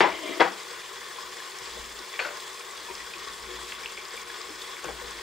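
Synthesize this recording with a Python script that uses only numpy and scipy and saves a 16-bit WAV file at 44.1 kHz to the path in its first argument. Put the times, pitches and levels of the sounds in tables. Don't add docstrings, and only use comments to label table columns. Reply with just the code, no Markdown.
import sys
import numpy as np
from scipy import signal
from scipy.fft import rfft, irfft, next_fast_len
from scipy.io import wavfile
from scipy.ndimage import uniform_filter1d

SR = 44100
rng = np.random.default_rng(int(sys.argv[2]) if len(sys.argv) > 2 else 0)


def boost(x):
    u = np.asarray(x, float) / 20
    return 10 ** u


def persist_wave(psi):
    counts = np.round(np.clip(psi, -1, 1) * 32767).astype(np.int16)
    wavfile.write(sys.argv[1], SR, np.atleast_2d(counts).T)


N = 230552

# hz, level_db (per Hz)
SIMMER_SPECTRUM = [(20, -22), (60, -18), (256, -18), (380, -6), (715, -10.5), (1090, -1.5), (1410, -5.5),
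                   (1780, 0.5), (2650, -8.5), (3420, -7.5), (4120, -9), (7570, -11.5), (10000, -15),
                   (11000, -23.5), (16000, -22)]


def evened(x):
    return x / np.sqrt(np.mean(x ** 2) + 1e-20)


def read(points, hz):
    f, value = np.transpose(points)
    return np.interp(np.log(hz + 1), np.log(f + 1), value)


def curve(points, t):
    s, value = np.transpose(points)
    return np.interp(t, s, value)


def add(mix, s, sound):
    part = mix[..., round(s * SR):][..., :sound.shape[-1]]
    part += sound[..., :part.shape[-1]]


def resonate(x, hz, width):
    pole = np.exp((2j * np.pi * hz - np.pi * width) / SR)
    return signal.lfilter([1], np.poly([pole, pole]), x).real


def causal(gain_db):
    log_gain = np.log(boost(np.r_[gain_db, gain_db[-2:0:-1]]))
    return np.fft.ifft(np.exp(np.conj(signal.hilbert(log_gain)))).real[:2048]


def pot_db(hz):
    # hz, width_hz, lift_db
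    resonances = [(375.2, 46, 8.5), (472.8, 32, 8.5), (1050, 102, 4), (1120, 48, 4.5), (1474, 5.5, 12.5),
                  (1730, 540, -2.5), (1930, 62, 1.5), (3400, 256, 7), (5000, 530, 5.5), (7677, 79, 4),
                  (7500, 95, 5.5), (14900, 900, 4)]
    return sum(db / (1 + (2 * (hz - f) / width) ** 2) for f, width, db in resonances)


def simmer(patchy_db=1.0, flicker_db=1.1):
    # start_s, level_db
    simmer_level = [(0.0, -41), (0.38, -36.5), (0.5, -38.5), (0.8, -39), (4.9, -39), (5.23, -37.5)]
    # start_s, treble_db
    stir = [(0.55, 0), (0.72, 0.5), (0.75, -0.2), (2.1, 1.1), (3.49, 0), (3.73, 2), (3.77, -2.2), (3.84, 1),
            (4.07, -2), (4.2, 3), (4.24, -5.5), (4.28, -0.2), (4.53, 0.4), (4.62, 2), (4.69, -0.5),
            (4.89, -0.2), (5.15, -1.5), (5.2, -0.5)]
    stir_from_hz, calm_below_hz = 2900, 1200
    frames, hz = N // 128 + 6, np.fft.rfftfreq(512, 1 / SR)
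    a, b, c, d, patches, flicker = rng.standard_normal((frames, 257, 6)).T
    patches = uniform_filter1d(patches, size=6, axis=0)
    patches = evened(uniform_filter1d(patches, size=20, axis=1))
    flicker = uniform_filter1d(flicker, size=110, axis=0)
    flicker = evened(uniform_filter1d(flicker, size=6, axis=1))
    rows = hz[:, None]
    calm = 1 - 0.5 / (1 + (rows / calm_below_hz) ** 4)
    stirred = curve(stir, np.arange(frames) * 128 / SR - 256 / SR)
    stirred = stirred / (1 + (stir_from_hz / (rows + 1)) ** 4)
    softer_treble = -1.5 * (rows > 4500)
    field = boost(calm * (patchy_db * patches + flicker_db * flicker) + stirred + softer_treble)
    noise = np.array([a + 1j * b, c + 1j * d])
    hiss = signal.istft(noise * field, nperseg=512, noverlap=384)[1][:, :N]
    size = next_fast_len(N)
    hz = np.fft.rfftfreq(size, 1 / SR)
    colour = boost(read(SIMMER_SPECTRUM, hz) + pot_db(hz))
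    hiss = evened(irfft(rfft(hiss, size) * colour, size)[:, :N])
    return hiss * boost(curve(simmer_level, np.arange(N) / SR) - 1.5)


def bubbles(low_hz, high_hz, per_s, spread_db, level_db, cycles):
    out = np.zeros((2, N))
    for hz in np.geomspace(low_hz, high_hz, num=16):
        t = np.arange(int(4 * cycles / hz * SR)) / SR
        chirp = np.sin(2 * np.pi * hz * t * (1 + 0.0077 * hz * t))
        chirp *= np.exp(-2 * t * hz / cycles) * np.minimum(t * hz, 1)
        bursts = rng.random((2, N)) < per_s / 16 / SR
        size = bursts * 1.
        size[bursts] = boost(spread_db * np.minimum(rng.exponential(1, bursts.sum()), 3.5))
        loud = boost(read(SIMMER_SPECTRUM, hz) + pot_db(hz)) * hz
        out += loud * signal.oaconvolve(size, chirp[None], axes=1)[:, :N]
    return boost(level_db) * evened(out)


def damped_rings(rows, noisy, room_db, attack_cycles, spread=0.71):
    t, out = np.arange(8000) / SR, np.zeros(N)
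    for s, db, hz, t60 in rows:
        burst = evened(resonate(rng.standard_normal(len(t)), hz, spread * hz))
        ring = np.sin(2 * np.pi * hz * t) + noisy * burst
        attack = np.minimum(t * hz / attack_cycles, 1)
        add(out, s, boost(db - 60 * t / t60) * ring * attack)
    wet = boost(room_db) * signal.oaconvolve(out[None], kitchen(), axes=1)[:, :N]
    return wet + out * np.array([[1], [0]])


def clear_pops():
    # start_s, peak_db, pitch_hz
    bursts = [(0.818, -36, 2420), (1.0146, -31, 2010), (1.11, -32, 1730), (1.1604, -32.5, 3420),
              (1.401, -32.5, 1730), (1.655, -43, 1820), (1.711, -35, 1140), (2.12, -34, 2000),
              (2.14, -28, 2330), (2.7754, -34, 3320), (3.001, -31.5, 1930), (3.137, -31.5, 2540),
              (3.1855, -48, 1690), (3.2735, -37, 1880), (3.699, -38, 1950), (3.72, -34, 2020),
              (3.7474, -35, 2200), (3.7838, -32.5, 1390), (3.975, -29.5, 2350), (4.1744, -30, 2300),
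              (4.2188, -39, 2150), (5.157, -42, 1840)]
    t60_s = 0.027
    return damped_rings([(*row, t60_s) for row in bursts], noisy=0.56, room_db=-6.5, attack_cycles=3.1)


def fizz():
    # start_s, peak_db, pitch_hz
    bursts = [(2.371, -30, 5000), (2.952, -27.5, 4900), (3.284, -25, 3740), (3.5644, -36, 3510),
              (3.6446, -37, 4680), (3.7054, -33, 3570), (3.7878, -29, 3650), (3.8337, -31, 5100),
              (4.0525, -37, 5000), (4.0844, -37, 6800), (4.1076, -39, 5070), (4.1544, -39, 3400),
              (4.62, -27, 3500)]
    t60_s = 0.013
    return damped_rings([(*row, t60_s) for row in bursts], noisy=0.59, room_db=-13.0, attack_cycles=4.0)


def spits():
    # start_s, peak_db, pitch_hz
    drops = [(0.602, -33, 4820), (0.632, -34, 7380), (0.6784, -33, 5150), (0.9314, -37, 7390),
             (1.0425, -35, 4650), (1.3184, -35, 4960), (1.5189, -34, 4480), (1.5858, -30.5, 5400),
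             (1.657, -30, 4350), (1.712, -29, 4150), (1.8424, -34, 5490), (1.9904, -27, 4850),
             (2.3999, -29, 4170), (2.5955, -33, 5130), (2.7736, -34, 4950), (3.0689, -39, 5170),
             (3.1358, -34, 4180), (3.1817, -32, 4680), (3.4256, -35, 5050), (3.4684, -42, 4940),
             (3.712, -31, 4360), (3.8674, -35, 4100), (4.1394, -41, 4380), (4.2737, -36, 4870),
             (4.3114, -38, 4250), (4.4144, -28.5, 4960), (4.557, -35, 4960), (4.7142, -32, 4980),
             (4.8424, -31.5, 6930), (4.9781, -39, 4510), (5.0584, -40, 4570), (5.1582, -38, 5130),
             (5.1696, -33, 5000)]
    t60_s, level_db = 0.018, -4.5
    rows = [(s, db + level_db, hz, t60_s) for s, db, hz in drops]
    return damped_rings(rows, noisy=0.93, room_db=-23.0, attack_cycles=1.3)


def small_rings():
    # start_s, peak_db, pitch_hz, t60_s
    pure_rings = [(0.712, -38, 479, 0.065), (0.922, -43, 425, .06), (0.969, -41, 1090, .04),
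                  (1.184, -34, 1040, .05), (1.2218, -34, 3330, 0.022), (1.23, -36, 1140, .04),
                  (1.328, -36, 1120, .04), (1.421, -34, 1070, 0.036), (2.0998, -35, 3490, .02),
                  (2.705, -33, 2000, .025), (3.137, -31, 2480, 0.032), (3.49, -38, 368, 0.21),
                  (3.63, -37.5, 373, .1), (3.982, -35.5, 415, 0.052), (4.0525, -33, 5000, .02),
                  (4.1076, -34, 4850, .02), (4.383, -41, 433, 0.11), (4.409, -39, 1150, .04),
                  (4.44, -36, 2140, .02), (4.862, -41, 473, .15), (5.014, -39, 494, 0.13),
                  (0.0385, -14, 820, .04), (0.307, -33, 400, .06), (0.424, -23, 342, 0.049),
                  (0.445, -28, 515, 0.068), (0.445, -33.5, 197, .2), (0.462, -29, 790, 0.092),
                  (2.2, -24, 2050, .025), (2.203, -24, 2500, .025), (2.21, -35, 520, .12),
                  (2.335, -36, 1050, 0.072), (4.885, -35, 845, 0.048), (4.886, -35, 475, 0.063),
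                  (2.368, -41, 1060, 0.11), (4.8435, -34, 1540, 0.046)]
    return damped_rings(pure_rings, noisy=0.26, room_db=-11.5, attack_cycles=1.7, spread=0.32)


def knock(blows, colour, rings, ring_db, room_db, near, scatter_db, scatter_s=0.0063):
    crack = causal(read(colour, np.fft.rfftfreq(4096, 1 / SR)))
    crack = crack / abs(crack).max()
    t, out = np.arange(SR // 3) / SR, np.zeros((2, N))
    for s, db, top_hz in blows:
        share = rng.choice([-1, 1], len(rings)) * rng.uniform(0.45, 1, len(rings))
        ring = np.zeros(len(t))
        for k, (hz, level_db, t60) in zip(share, rings):
            ring += k * boost(level_db - 60 * t / t60) * np.sin(2 * np.pi * hz * t)
        echo = kitchen()[:, :len(t)] * (boost(room_db) + boost(scatter_db) * np.exp(-t / scatter_s))
        sound = signal.fftconvolve(crack[None], echo, axes=1)[:, :len(t)]
        sound += boost(ring_db) * ring * np.array([[1], [0.6]])
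        sound[0, :len(crack)] += near * crack
        soft = signal.butter(3, top_hz, fs=SR, output="sos")
        add(out, s, boost(db) * signal.sosfilt(soft, sound))
    return out


def plate():
    # start_s, peak_db, brightness_hz
    blows = [(.0061, 2.5, 5400), (.0082, -8.5, 3470), (.0131, -12, 3000), (.0255, -2.5, 1300),
             (.047, -10, 1800), (.060, -11, 1500)]
    # hz, level_db (per Hz)
    colour = [(59, -44), (100, -26), (194, -20), (246, -27), (272, -13.5), (375, -6), (607, -9),
              (760, -8.5), (960, -4.5), (1350, -10), (2100, -7.5), (3600, -17), (4900, -28.5), (6200, -27),
              (12000, -34), (15600, -90), (22000, -120)]
    # pitch_hz, level_db, t60_s
    rings = [(201, -19.5, 0.39), (363, -8, 0.12), (844, -11, 0.2), (975, -17, 0.6), (1010, -0.5, 0.065),
             (1520, -23, 0.14), (1700, -13, 0.14), (2030, -6, 0.3), (2200, -4.5, 0.088), (3210, -13, 0.22),
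             (4600, -18, 0.073)]
    return knock(blows, colour, rings, ring_db=-14.5, room_db=-1.5, near=1.0, scatter_db=-10.0)


def board():
    # start_s, peak_db, brightness_hz
    blows = [(.397, -14, 1600), (.4005, -9, 3800), (.4035, -10, 3000), (.4062, -4.5, 6040),
             (.409, -2, 2980), (.4155, -0.5, 2210), (.428, -17, 2020), (.4385, -15, 4000),
             (.450, -15, 1190), (.4665, -15, 1500), (.475, -21, 5500)]
    # hz, level_db (per Hz)
    colour = [(59, -71), (100, -34), (194, -26), (241, -32), (346, -19), (423, -10), (497, -8), (787, -4.5),
              (1270, -4.5), (1980, -5), (3700, -13.5), (5000, -14.5), (6300, -24), (12000, -33),
              (15600, -75), (22000, -120)]
    # pitch_hz, level_db, t60_s
    rings = [(197.7, -30, 0.56), (350, -8, 0.079), (501, 5, 0.095), (785, -9.5, 0.18), (960, -2, 0.11),
             (1120, -9, 0.3), (1500, -9, 0.11), (1634, -7, 0.17), (2010, -4.5, 0.13), (2470, -20, 0.13),
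             (3330, 2, 0.074), (4600, -5.5, 0.061)]
    return knock(blows, colour, rings, ring_db=-18.5, room_db=-4.5, near=0.84, scatter_db=1.0)


def spoon():
    # start_s, peak_db, brightness_hz
    blows = [(2.1918, -13.5, 5500), (2.197, -17.5, 4000), (2.202, -22, 2600), (2.221, -26, 2600),
             (2.249, -21, 2200), (2.2525, -18, 1800), (2.257, -24, 1700), (2.268, -22, 800),
             (2.290, -28, 2500), (2.305, -21, 1210), (2.34, -29, 1200), (2.37, -28, 1200)]
    # hz, level_db (per Hz)
    colour = [(120, -55), (200, -22.5), (453, -9.5), (1140, -5), (2430, -3), (3130, -9), (4350, -25),
              (5600, -35), (7000, -27), (9100, -56), (15400, -120)]
    # pitch_hz, level_db, t60_s
    rings = [(493, -16.5, 0.2), (584, -17, 0.38), (654, -23.5, 0.53), (885, -18, 0.08), (1477, -3, 0.047),
             (1900, -10, 0.027), (2300, -5, 0.03), (2720, -5, 0.069)]
    return knock(blows, colour, rings, ring_db=-8.0, room_db=-1.0, near=0.9, scatter_db=-5.0)


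def step():
    # start_s, peak_db, brightness_hz
    blows = [(4.8428, -26.5, 2500), (4.8452, -26, 3500), (4.853, -33, 1500), (4.882, -33, 2600),
             (4.887, -31, 1100), (4.900, -28, 1200), (5.020, -33.5, 900), (5.070, -34, 900)]
    # hz, level_db (per Hz)
    colour = [(59, -32), (100, -6), (490, 3), (609, -7), (816, 1), (1130, -3), (1320, -3), (1610, 0),
              (4000, -6), (5200, -53), (8800, -120)]
    # pitch_hz, level_db, t60_s
    rings = [(366, -5, 0.22), (487, -2, 0.22), (807, -1, 0.12), (1090, -4, 0.19), (1620, 5, 0.048),
             (2090, -12, .05)]
    return knock(blows, colour, rings, ring_db=-12, room_db=-5, near=1.1, scatter_db=-8.0)


def drag():
    # start_s, level_db
    pressure = [(0.1, -48), (0.15, -42.5), (0.21, -44), (0.31, -36.5), (0.36, -41), (0.395, -38)]
    squeak_db, squeak_fade_db_per_s = 3, -26
    t = np.arange(pressure[0][0], pressure[-1][0], 1 / SR)
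    grit = rng.standard_normal((4, len(t)))
    low = evened(resonate(grit[:2], 328, 127) + 0.44 * resonate(grit[:2], 622, 99))
    high = evened(resonate(grit[2:], 2120, 230) + 5.9 * resonate(grit[2:], 3140, 680))
    no_bass = signal.butter(4, 250, "high", fs=SR, output="sos")
    low = signal.sosfilt(no_bass, low)
    rub = low + boost(squeak_db + squeak_fade_db_per_s * (t - t[0])) * high
    out = np.zeros((2, N))
    add(out, t[0], boost(curve(pressure, t)) * rub * signal.windows.tukey(len(t), .1))
    return out


def spoon_ticks():
    # start_s, peak_db, pitch_hz, t60_s
    touches = [(3.7205, -25, 3200, 0.014), (3.7225, -28, 2690, 0.019), (3.7235, -31.5, 2030, 0.023),
               (3.8592, -19, 2750, 0.011), (3.8625, -31, 2160, 0.019), (4.2155, -35, 6450, .012),
               (4.618, -28, 4600, 0.012), (4.768, -31, 2240, 0.017), (4.8455, -30.5, 1620, 0.041),
               (2.2505, -29, 1520, 0.033), (2.1925, -25, 2340, 0.034)]
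    return damped_rings(touches, noisy=0.4, room_db=-9.5, attack_cycles=1.0)


def clinks():
    # start_s, peak_db, pitch_hz, t60_s
    steel = [(2.195, -35.5, 4410, 0.18), (2.213, -36, 4450, 0.07), (2.235, -43, 3900, .1),
             (2.262, -37, 5100, 0.05), (0.011, -33, 5350, 0.1), (0.012, -30, 4600, 0.049)]
    return damped_rings(steel, noisy=0.45, room_db=-9, attack_cycles=12.0)


def bumps():
    # start_s, peak_db, pitch_hz, t60_s
    contacts = [(0.288, -26, 296, 0.11), (0.305, -34, 404, 0.084), (0.33, -45, 292, 0.071),
                (0.372, -26, 377, 0.048), (0.399, -9.5, 333.3, 0.058), (0.455, -43, 200, .15),
                (1.77, -26, 472, 0.036), (2.883, -37, 1012, 0.091), (2.889, -34.5, 944, 0.12),
                (3.149, -41.5, 345, 0.16), (3.273, -35.5, 1120, 0.12), (3.488, -34.5, 479, 0.13),
                (3.628, -36, 1120, 0.06), (4.135, -39.5, 470, 0.11), (4.488, -32.5, 432, 0.042),
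                (4.846, -34.5, 143, 0.18), (4.884, -36, 645, 0.093), (5.022, -40, 477, 0.06),
                (5.042, -43, 423, 0.061), (5.152, -39, 371, 0.068)]
    return damped_rings(contacts, noisy=0.39, room_db=-10.0, attack_cycles=2.06, spread=0.21)


def brief_rings():
    # start_s, peak_db, pitch_hz, t60_s
    contacts = [(0.32, -33.5, 2050, .2), (0.12, -33, 2300, .07), (0.275, -34, 2350, 0.045),
                (0.29, -42, 3800, .12), (1.7661, -36, 1940, .02), (2.16, -40, 3400, 0.067),
                (2.6082, -34, 2400, .012), (2.897, -37, 375, 0.18), (3.27, -38.5, 400, 0.091),
                (3.8344, -30, 2340, 0.025), (4.3, -32, 1700, 0.037), (4.9, -46, 3450, .06),
                (4.298, -30, 1370, 0.018), (4.8435, -32.5, 720, 0.028), (2.192, -21.5, 1500, 0.033),
                (2.254, -28, 1450, 0.036), (4.856, -27, 1600, .02), (4.866, -35, 530, 0.029),
                (4.893, -30, 500, 0.035), (4.5, -38, 450, 0.039), (4.8475, -33, 2650, .015),
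                (4.8815, -28, 2200, .02), (4.865, -36, 330, 0.12), (4.5, -42, 306, 0.12),
                (2, -39.5, 340, 0.066), (1.6, -44.5, 120, .12), (1.775, -40, 600, 0.046),
                (0.33, -35.5, 1260, 0.065), (0.52, -35, 5600, 0.018), (0.0125, -13, 2000, .02),
                (0.0235, -11.5, 950, 0.026), (2.89, -37, 2450, 0.057), (4.888, -35, 750, 0.057)]
    return damped_rings(contacts, noisy=0.37, room_db=-6.0, attack_cycles=1.5)


def shaking_db():
    # start_s, peak_db, held_s
    leans = [(0.02, -74, .03), (0.12, -66, 0.045), (0.72, -75, .08), (1.0, -72, .02), (1.24, -70, 0.096),
             (1.61, -73, .03), (1.73, -59, .03), (1.8, -52, 0.017), (1.88, -62, .12), (2.8, -69, .05),
             (2.94, -61, .02), (3.04, -62, .02), (3.19, -67, .03), (3.3, -63, 0.025), (3.44, -55.5, 0.051),
             (3.56, -55, 0.057), (3.7, -67, .07), (3.845, -64, .02), (3.96, -67, .03), (4.16, -68.5, 0.1),
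             (4.48, -68, .09), (4.64, -69, .01), (4.91, -51, 0.041), (5.04, -54, .05), (5.16, -58, .05)]
    rise_db_per_s, fall_db_per_s, rest_db = 233, 193, -82
    t = np.arange(0, N + 64, 64) / SR
    s, db, held = np.transpose(leans)[:, :, None]
    rise = rise_db_per_s * np.maximum(s - t, 0)
    fall = fall_db_per_s * np.maximum(t - s - held, 0)
    power = boost(2 * (db - rise - fall)).sum(axis=0) + boost(2 * rest_db)
    return np.interp(np.arange(N) / SR, t, 10 * np.log10(power))


def hum():
    level_db = shaking_db()
    waver = evened(uniform_filter1d(rng.standard_normal(N), size=3000))
    tone = np.sqrt(2) * np.sin(2 * np.pi * np.cumsum(57.5 + 2.0 * waver) / SR)
    thump = evened(resonate(rng.standard_normal((2, N)), 27, 30))
    rumble = evened(resonate(rng.standard_normal((2, N)), 204, 140))
    shaken = boost(level_db) * (tone * np.array([[1.2], [0]]) + 0.3 * thump)
    return shaken + boost(0.4 * level_db - 37.5) * rumble


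def kitchen():
    # hz, t60_s
    decay = [(150, 0.41), (500, 0.33), (2000, 0.32), (6000, 0.35), (12000, 0.076)]
    taps_in = np.zeros((2, SR // 3))
    slots = np.arange(60, SR // 3 - 12, 12)
    at = slots + rng.integers(0, 12, (2, len(slots)))
    np.put_along_axis(taps_in, at, rng.choice([-1., 1.], at.shape), 1)
    hz, t, z = signal.stft(taps_in, SR, nperseg=128)
    tail = signal.istft(z * boost(-60 * t / read(decay, hz)[:, None]), SR, nperseg=128)[1]
    return tail / np.linalg.norm(tail[0])


def ports(first, second, aside=((1, 0), (2, 0))):
    # hz, likeness (0 to 1)
    likeness = [(55, .95), (110, .3), (200, .15), (340, .85), (500, .85), (680, .7), (900, .88),
                (2000, .82), (4000, .8), (6000, .7), (8000, .7), (9300, .62), (11000, .33), (15000, .5)]
    # hz, level_db
    louder = [(55, 4), (200, 2), (340, 6.5), (700, 8), (1100, 6), (1800, 2), (3000, 0), (5000, 0),
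              (6100, 2), (7100, 8), (8100, 6), (9300, 0), (11000, -3), (13000, 2)]
    # hz, phase_rad
    leads = [(55, 0), (340, -.1), (680, -.1), (1100, -.5), (1800, -.5), (3000, -.1), (6000, .2),
             (7100, -.3), (8100, -1.2), (9300, -1.6), (11000, -.6), (15000, -.4)]
    size = next_fast_len(N + 8192)
    hz, a, b = np.fft.rfftfreq(size, 1 / SR), rfft(first, size), rfft(second, size)
    same = np.clip(read(likeness, hz), 0, 1)
    right = same * np.exp(-1j * read(leads, hz)) * a + np.sqrt(1 - same ** 2) * b
    half = boost((read(louder, hz) + read(aside, hz)) / 2)
    return irfft(np.array([a * half, right / half]), size)[:, :N]


def scene():
    # hz, extra_left_minus_right_db
    knock_side = [(250, 0), (600, 2.2), (1500, 1.5), (4000, .3)]
    small = drag() + plate() + board() + spoon() + step()
    small += clear_pops() + fizz() + spoon_ticks() + clinks() + bumps()
    no_bass = signal.butter(6, 150, "high", fs=SR, output="sos")
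    small = signal.sosfilt(no_bass, small)
    small = small - signal.lfilter(*signal.iirpeak(243, 6.5, fs=SR), small)
    small += small_rings()
    broth = simmer()
    broth += bubbles(1485, 13910, per_s=250, spread_db=3.0, level_db=-51.5, cycles=11.6)
    broth += bubbles(3640, 12300, per_s=300, spread_db=2.5, level_db=-66, cycles=4.5)
    broth += spits() + brief_rings() + hum()
    return ports(*small, aside=knock_side) + ports(*broth)


def top_cut(x):
    return signal.sosfilt(signal.butter(12, 15790, fs=SR, output="sos"), x)


def record(dry):
    limited = np.clip(dry, -1, 1)
    edge = signal.firwin(1023, 15760, window=("kaiser", 10), fs=SR)
    limited = signal.oaconvolve(limited, edge[None], "same")
    return top_cut(limited)


dry = scene()
out = record(dry)
persist_wave(out)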